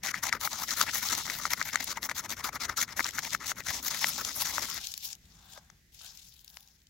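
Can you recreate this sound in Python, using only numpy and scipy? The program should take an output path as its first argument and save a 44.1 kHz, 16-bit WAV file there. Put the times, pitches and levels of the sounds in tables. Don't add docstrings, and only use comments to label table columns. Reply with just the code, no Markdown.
import sys
import numpy as np
from scipy import signal
from scipy.fft import rfft, irfft
from scipy.io import wavfile
from scipy.ndimage import uniform_filter1d

SR = 44100
rng = np.random.default_rng(int(sys.argv[2]) if len(sys.argv) > 2 else 0)


def transcribe(signal):
    frames = np.atleast_2d(signal).T
    limited = np.clip(frames, -1, 1)
    pcm = np.round(limited * 32767).astype(np.int16)
    wavfile.write(sys.argv[1], SR, pcm)


N = 303849
T = np.arange(N) / SR
BIN_HZ = np.fft.rfftfreq(N, 1 / SR)

# (pitch_hz, width_hz, level_db)
BOARD = [(235.4, 81, -4), (585.5, 87, -3), (927, 324, 1.5), (1330, 266, 6), (2025, 558, 5), (2320, 346, -2)]
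# (pitch_hz, width_hz, level_db)
STEEL = [(3250, 160, -5.5), (4334, 1920, 2), (5280, 390, 9), (6130, 1320, 5.5), (7400, 990, -7.5)]
# (pitch_hz, width_hz, level_db)
BURN = [(2360, 1170, -13.5), (3730, 1370, -2), (5370, 1100, 1), (7000, 1400, -2.5)]
# (pitch_hz, width_hz, level_db)
FIZZ = [(10170, 1700, -1.5), (14900, 4600, -0.3)]
# (time_s, level_db, top_treble_against_level_db, dull_rub_db)
RUSTLE = [
    [(4.8, -38, -13, -57), (4.9, -42, -8, -65), (4.97, -50.5, -8, -72), (5.01, -49, -11, -75),
     (5.05, -37.5, -5.5, -63), (5.13, -43.5, -13, -65), (5.17, -70, -5, -75)],
    [(5.17, -70, -8, -86), (5.32, -61, -15, -73), (5.47, -61, -7, -66), (5.52, -50, -4, -65),
     (5.58, -51.5, -6, -54.5), (5.6, -67, -10, -69), (5.8, -81, -11, -79.5)],
    [(5.92, -57, -8, -83), (6.0, -52.5, -10, -75), (6.04, -48.5, -8, -60.5), (6.19, -52, -10, -76),
     (6.3, -56, -6.5, -82), (6.45, -63.5, -6, -78), (6.56, -59, -2, -71), (6.68, -62.5, -6.5, -76),
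     (6.89, -76, -7, -90)],
]


def undb(db):
    return 10 ** (np.asarray(db) / 20)


def level(x, db=0):
    return x * undb(db) / np.sqrt(np.mean(x ** 2))


def shaped(rows):
    hz, db = np.transpose(rows)
    return np.interp(np.log(BIN_HZ + 1), np.log(hz), db)


def walk(rate, size=N):
    hold = int(SR / rate)
    steps = np.repeat(rng.standard_normal(size // hold + 1), hold)
    return 1.434 * uniform_filter1d(steps, hold)[:size]


def pair(scattered, size=N):
    direct, other = rng.standard_normal((2, size))
    share = np.clip(scattered, 0, 1)
    right = np.sqrt(1 - share) * direct + np.sqrt(share) * other
    return np.array([direct, right])


def resonate(x, pitch_hz, width_hz):
    return signal.lfilter(*signal.iirpeak(pitch_hz, pitch_hz / width_hz, SR), x)


def ring(x, modes, wander_db=0., rate=20):
    total = 0
    for k, (hz, width, db) in enumerate(modes):
        gain = undb(db + wander_db * walk(rate))
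        total = total + (-1) ** k * gain * resonate(x, hz, width)
    return total


def grit(scatter_db, patchy_db, rate):
    size_db = scatter_db * np.minimum(rng.exponential(size=N), 6.5)
    return level(undb(size_db + patchy_db * walk(rate)))


def played(tables, column, fade=0.0036):
    gain = np.zeros(N)
    for rows in tables:
        rows = np.array(rows)
        active = (T >= rows[0, 0]) * (T < rows[-1, 0])
        gain += undb(np.interp(T, rows[:, 0], column(rows))) * active
    return uniform_filter1d(gain, int(fade * SR), mode="nearest")


def blows(times, peak_db, rattle_s, modes, scattered, vary_db=3.0):
    size = 2048
    out, t = np.zeros((2, N + size)), np.arange(size) / SR
    for s, db in zip(times, peak_db):
        contact = pair(scattered, size=size) * (t / rattle_s) * np.exp(-t / rattle_s)
        hit = 0
        for k, (hz, width, mode_db) in enumerate(modes):
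            gain = undb(mode_db + vary_db * rng.standard_normal())
            hit = hit + (-1) ** k * gain * resonate(contact, hz, width)
        start = int(s * SR)
        out[:, start:start + size] += hit * undb(db) / np.abs(hit).max()
    return out[:, :N]


def air():
    # (pitch_hz, relative_level_db_per_hz)
    air_curve = [(20, -23.5), (35, -8.5), (60, -0.5), (105, -9.5), (175, -9.5), (300, -23.5), (500, -30.5),
                 (1100, -41.5), (1900, -25.5), (2900, -32.5), (6300, -30), (8500, -38), (16000, -36.5)]
    mid, side = rfft(rng.standard_normal((2, N)))
    apart = np.clip(BIN_HZ / 900, .12, .9)
    spectrum = undb(shaped(air_curve)) * (mid + apart * side * np.array([[1], [-1]]))
    return level(irfft(spectrum, N), -62.5) * undb(1.5 * walk(3.3))


def shake(pressing):
    # (time_s, level_db)
    shake_curve = [
        [(0.0, -59), (1.4, -57.5), (4.6, -54.5), (4.81, -55.5)],
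    ]
    # (pitch_hz, width_hz, level_db)
    ground_modes = [(70.8, 50, -1.5), (151, 72, 0.5), (235, 162, -4)]
    throb = 0.66 + .5 * uniform_filter1d(level(pressing), 900)
    rumble = level(ring(pair(0.069), ground_modes, wander_db=1.3, rate=14))
    return throb * played(shake_curve, lambda r: r[:, 1], fade=0.061) * rumble


def strokes():
    # (start_s, length_s, grip: edge pressed hard, held down or eased up,
    # board_db, steel_db, swell_along_stroke_db)
    stroke_rows = [(0.041, 0.076, "down", -39.5, -37, -9), (0.145, 0.053, "up", -43.5, -46.5, -5),
                   (0.232, .061, "down", -40.5, -38, -1), (0.331, 0.038, "up", -38, -44, -4),
                   (0.411, .061, "hard", -39, -38, 7), (0.516, 0.082, "up", -44, -40, -5.5),
                   (0.59, 0.049, "hard", -44, -41, 14), (0.686, 0.056, "up", -41.5, -35.5, -1),
                   (0.776, 0.061, "down", -38, -35, -1.5), (0.863, 0.034, "up", -39, -53, 5),
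                   (0.94, 0.051, "down", -38.5, -34.5, 2), (1.03, .065, "down", -41.5, -39, -7.5),
                   (1.105, .048, "up", -38, -34, -1), (1.178, .038, "down", -38, -40, -9),
                   (1.258, .062, "up", -40, -42, 0), (1.34, 0.061, "hard", -43, -43, -5),
                   (1.416, 0.057, "up", -42.5, -38.5, 1.5), (1.508, 0.029, "hard", -39, -37, 4),
                   (1.575, 0.046, "up", -41.5, -44.5, 7), (1.658, .035, "hard", -44.5, -43.5, -4),
                   (1.735, 0.036, "up", -41.5, -43.5, -9.5), (1.805, 0.044, "down", -43, -40.5, -12),
                   (1.874, .052, "up", -43, -38, 5), (1.958, 0.02, "up", -43.5, -48, 11),
                   (2.024, 0.038, "down", -41, -37.5, 6.5), (2.097, .022, "up", -40, -41.5, -2.5),
                   (2.157, 0.044, "down", -43.5, -36.5, 5), (2.234, 0.029, "up", -45, -48, 5),
                   (2.299, 0.039, "down", -39, -40.5, -4.5), (2.373, 0.035, "up", -43, -45.5, 9.5),
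                   (2.445, 0.045, "down", -39, -40.5, -4.5), (2.534, .032, "up", -41, -43.5, 4.5),
                   (2.611, 0.046, "up", -41, -37, -1), (2.694, 0.044, "up", -40, -45.5, -17),
                   (2.776, 0.055, "up", -39, -29.5, 3), (2.882, 0.052, "up", -45.5, -49.5, 4),
                   (2.972, 0.034, "up", -36.5, -36.5, 6.5), (3.045, 0.045, "up", -41.5, -40, 4.5),
                   (3.141, 0.053, "down", -41, -41, 9), (3.232, 0.043, "up", -42.5, -39, 0),
                   (3.31, 0.039, "up", -40.5, -40.5, 10.5), (3.407, 0.053, "up", -46.5, -47.5, -2.5),
                   (3.468, 0.049, "down", -43.5, -39, 8), (3.563, 0.042, "up", -46, -46, 14),
                   (3.652, 0.057, "down", -43, -40, 17), (3.737, 0.064, "up", -46.5, -42.5, -4),
                   (3.832, 0.054, "hard", -45, -35.5, 9), (3.91, 0.085, "up", -45.5, -38.5, -4.5),
                   (4.016, 0.15, "up", -45, -38.5, -8), (4.183, 0.035, "down", -39.5, -38, 2.5),
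                   (4.253, 0.056, "up", -44.5, -40, 3), (4.358, 0.071, "hard", -44, -39, 5.5),
                   (4.453, 0.06, "up", -42.5, -37, -4.5), (4.53, 0.1, "down", -45, -40, -1.5),
                   (4.627, 0.033, "down", -43.5, -38.5, -1), (4.684, 0.1, "up", -46.5, -43.5, 10.5)]
    edge_against_steel_db = {"hard": 0.5, "down": -3.5, "up": -7}
    rise_s, fall_s = 0.0061, 0.0072
    lead_s, bite_s, lift_s = .004, 0.0034, .0035
    board, steel, edge = np.zeros((3, N))
    for s, length, grip, board_db, steel_db, swell_db in stroke_rows:
        span = slice(max(int((s - .06) * SR), 0), int((s + length + 0.12) * SR))
        t = T[span] - s
        swell = undb(swell_db * (np.clip(t / length, 0, 1) - .5))
        touch = np.exp(np.minimum(t / rise_s, 0) + np.minimum((length - t) / fall_s, 0))
        bite_in = np.minimum((t + lead_s) / bite_s, 0)
        bite = np.exp(bite_in + np.minimum((length - lift_s - t) / fall_s, 0))
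        board[span] += touch * swell * undb(board_db)
        steel[span] += bite * swell * undb(steel_db)
        edge[span] += bite * swell * undb(steel_db + edge_against_steel_db[grip])
    return board, steel, edge


def scrape(board, steel, edge):
    # (pitch_hz, width_hz, level_db)
    edge_modes = [(10190, 890, -7), (12300, 2700, 0), (13300, 500, 3), (15400, 780, 0)]
    rough = grit(scatter_db=3.4, patchy_db=2.2, rate=250)
    wood = board * level(ring(rough * pair(.1), BOARD, wander_db=2.5, rate=41))
    rod = steel * level(ring(rough * pair(0.68), STEEL, wander_db=2.0, rate=50))
    hiss = edge * level(ring(rough * pair(.55), edge_modes, wander_db=3.0, rate=37))
    return wood + rod + hiss


def knocks():
    # (time_s, peak_db, low_thud_against_peak_db, steel_ring_against_peak_db)
    knock_rows = [(0.1421, -17.5, -28, -28), (0.3265, -12.5, -25, -7.5), (0.474, -19, -42, -18),
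                  (0.8121, -12, -37, 0.5), (1.2988, -19.5, -14, -5), (1.4534, -16.5, -23, -7),
                  (1.6137, -14.5, -21, -16), (1.7564, -11, -18, -3), (2.0902, -22.5, -32, -22),
                  (2.0955, -22, -28, -14), (2.113, -25, -27, -16), (2.9928, -14.5, -13, -21),
                  (3.0048, -20.5, -25, -7), (3.0579, -21, -16, -20), (3.1846, -17, -11, -27),
                  (3.3483, -14.5, -16, -8.5), (3.5167, -20.5, -7, -23), (4.0431, -10, -10.5, -27),
                  (4.581, -16, -9, -19), (5.5764, -42.5, 8.5, -10), (5.6998, -44, -11, 1),
                  (6.0112, -52, 1, 6), (6.57, -40.5, -1.5, -10)]
    wood_rattle_s, chink_rattle_s = 0.00037, .0011
    s, db, thud_db, steel_db = np.transpose(knock_rows)
    clack = blows(s, db, wood_rattle_s, BOARD[3:], 0.22)
    thud = blows(s, db + thud_db, wood_rattle_s, BOARD[1:3], 0.14)
    chink = blows(s, db + steel_db, chink_rattle_s, STEEL, 0.32)
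    return clack + thud + chink


def crackle(body, top):
    unit = np.std(resonate(rng.standard_normal(SR), 5300, 5300 / 1.2))
    bright = ring(body * pair(0.93), BURN, wander_db=1.5, rate=45)
    fizz = ring(top * pair(0.98), FIZZ, wander_db=2.5, rate=45)
    return (bright + fizz) / unit


def sizzle():
    # (time_s, level_db)
    sizzle_curves = [
        [(0.4, -44), (0.624, -46), (0.784, -39), (0.96, -38.5), (1.184, -37.5), (1.466, -46.5), (1.754, -48),
         (1.858, -42.5), (1.95, -72)],
        [(2.95, -68), (3.026, -38), (3.162, -55), (3.33, -38.5), (3.4, -68)],
        [(3.62, -57), (3.76, -36), (3.85, -60), (3.912, -38), (4.496, -40.5), (4.72, -38.5), (4.8, -43)],
    ]
    loudness = played(sizzle_curves, lambda r: r[:, 1], fade=0.015)
    bursts = loudness * grit(scatter_db=4.5, patchy_db=0.0, rate=30)
    return crackle(bursts, undb(-10) * bursts)


def ticks():
    # (time_s, peak_db, top_treble_against_peak_db)
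    tick_rows = [(0.5303, -21.5, -9), (0.7068, -17.5, -10), (0.9454, -26.5, 11), (1.087, -18, -20),
                 (1.15, -17, -25), (1.2166, -35, -13), (1.5043, -23.5, -13), (1.626, -19.5, -26),
                 (1.842, -28, 7), (3.043, -17, -19), (3.0653, -21, -19), (3.0888, -23.5, -10),
                 (3.1077, -27.5, -6), (3.3315, -20.5, -26), (3.468, -23, -22.5), (4.069, -18, -23),
                 (4.2486, -19, -19), (4.419, -20, -25), (4.6988, -22.5, -5), (4.743, -32, 8),
                 (4.8699, -21.5, -8), (4.9387, -24.5, -5), (4.9767, -23.5, -2.5), (5.1287, -27.5, -11),
                 (5.151, -38.5, -6), (5.9456, -40.5, -5), (6.013, -39, -20), (6.0454, -37, -1),
                 (6.1726, -36, -3), (6.392, -41.5, -12), (6.445, -43, 4), (6.478, -37, -10),
                 (6.5, -43, -12), (6.542, -45, 0), (6.5697, -34.5, -7), (6.6058, -45.5, 4),
                 (6.6746, -44, -28), (6.8174, -54, -13.5), (6.869, -48.5, -13)]
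    rattle_s = 0.00088
    s, db, top_db = np.transpose(tick_rows)
    return blows(s, db, rattle_s, BURN, 0.98) + blows(s, db + top_db, rattle_s, FIZZ, 0.61)


def rustle():
    impacts = grit(scatter_db=3.5, patchy_db=2.0, rate=170)
    body = impacts * played(RUSTLE, lambda r: r[:, 1])
    top = impacts * played(RUSTLE, lambda r: r[:, 1] + r[:, 2])
    return crackle(body, top)


def rub():
    # (pitch_hz, width_hz, level_db)
    cloth_modes = [(773, 160, -1), (1230, 480, -6.5), (1600, 150, -1), (3550, 170, -4)]
    cloth = level(ring(pair(0.69), cloth_modes, wander_db=1.0, rate=11))
    return played(RUSTLE, lambda r: r[:, 3]) * cloth


def lean(work):
    # (pitch_hz, left_minus_right_db)
    lean_curve = [(60, -2.5), (110, 3.5), (200, 2), (380, 5.5), (700, 4.5), (1290, 7.5), (2380, 9.5),
                  (4400, 7), (8120, 6.5), (15000, 4)]
    lag_s = 1.6e-5
    side = np.array([[.5], [-.5]])
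    lag = np.exp(2j * np.pi * BIN_HZ * lag_s * side)
    return irfft(rfft(work) * undb(shaped(lean_curve) * side) * lag, N)


def scene():
    board, steel, edge = strokes()
    work = shake(board) + scrape(board, steel, edge) + knocks()
    work = work + sizzle() + ticks() + rustle() + rub()
    return lean(work) + air()


def record(dry):
    dip_hz, dip_width_hz, dip_share, top_hz = 8920, 1300, 0.27, 15950
    dipped = dry - dip_share * resonate(dry, dip_hz, dip_width_hz)
    return signal.sosfilt(signal.ellip(10, .2, 75, top_hz, fs=SR, output="sos"), dipped)


dry = scene()
out = record(dry)
transcribe(out)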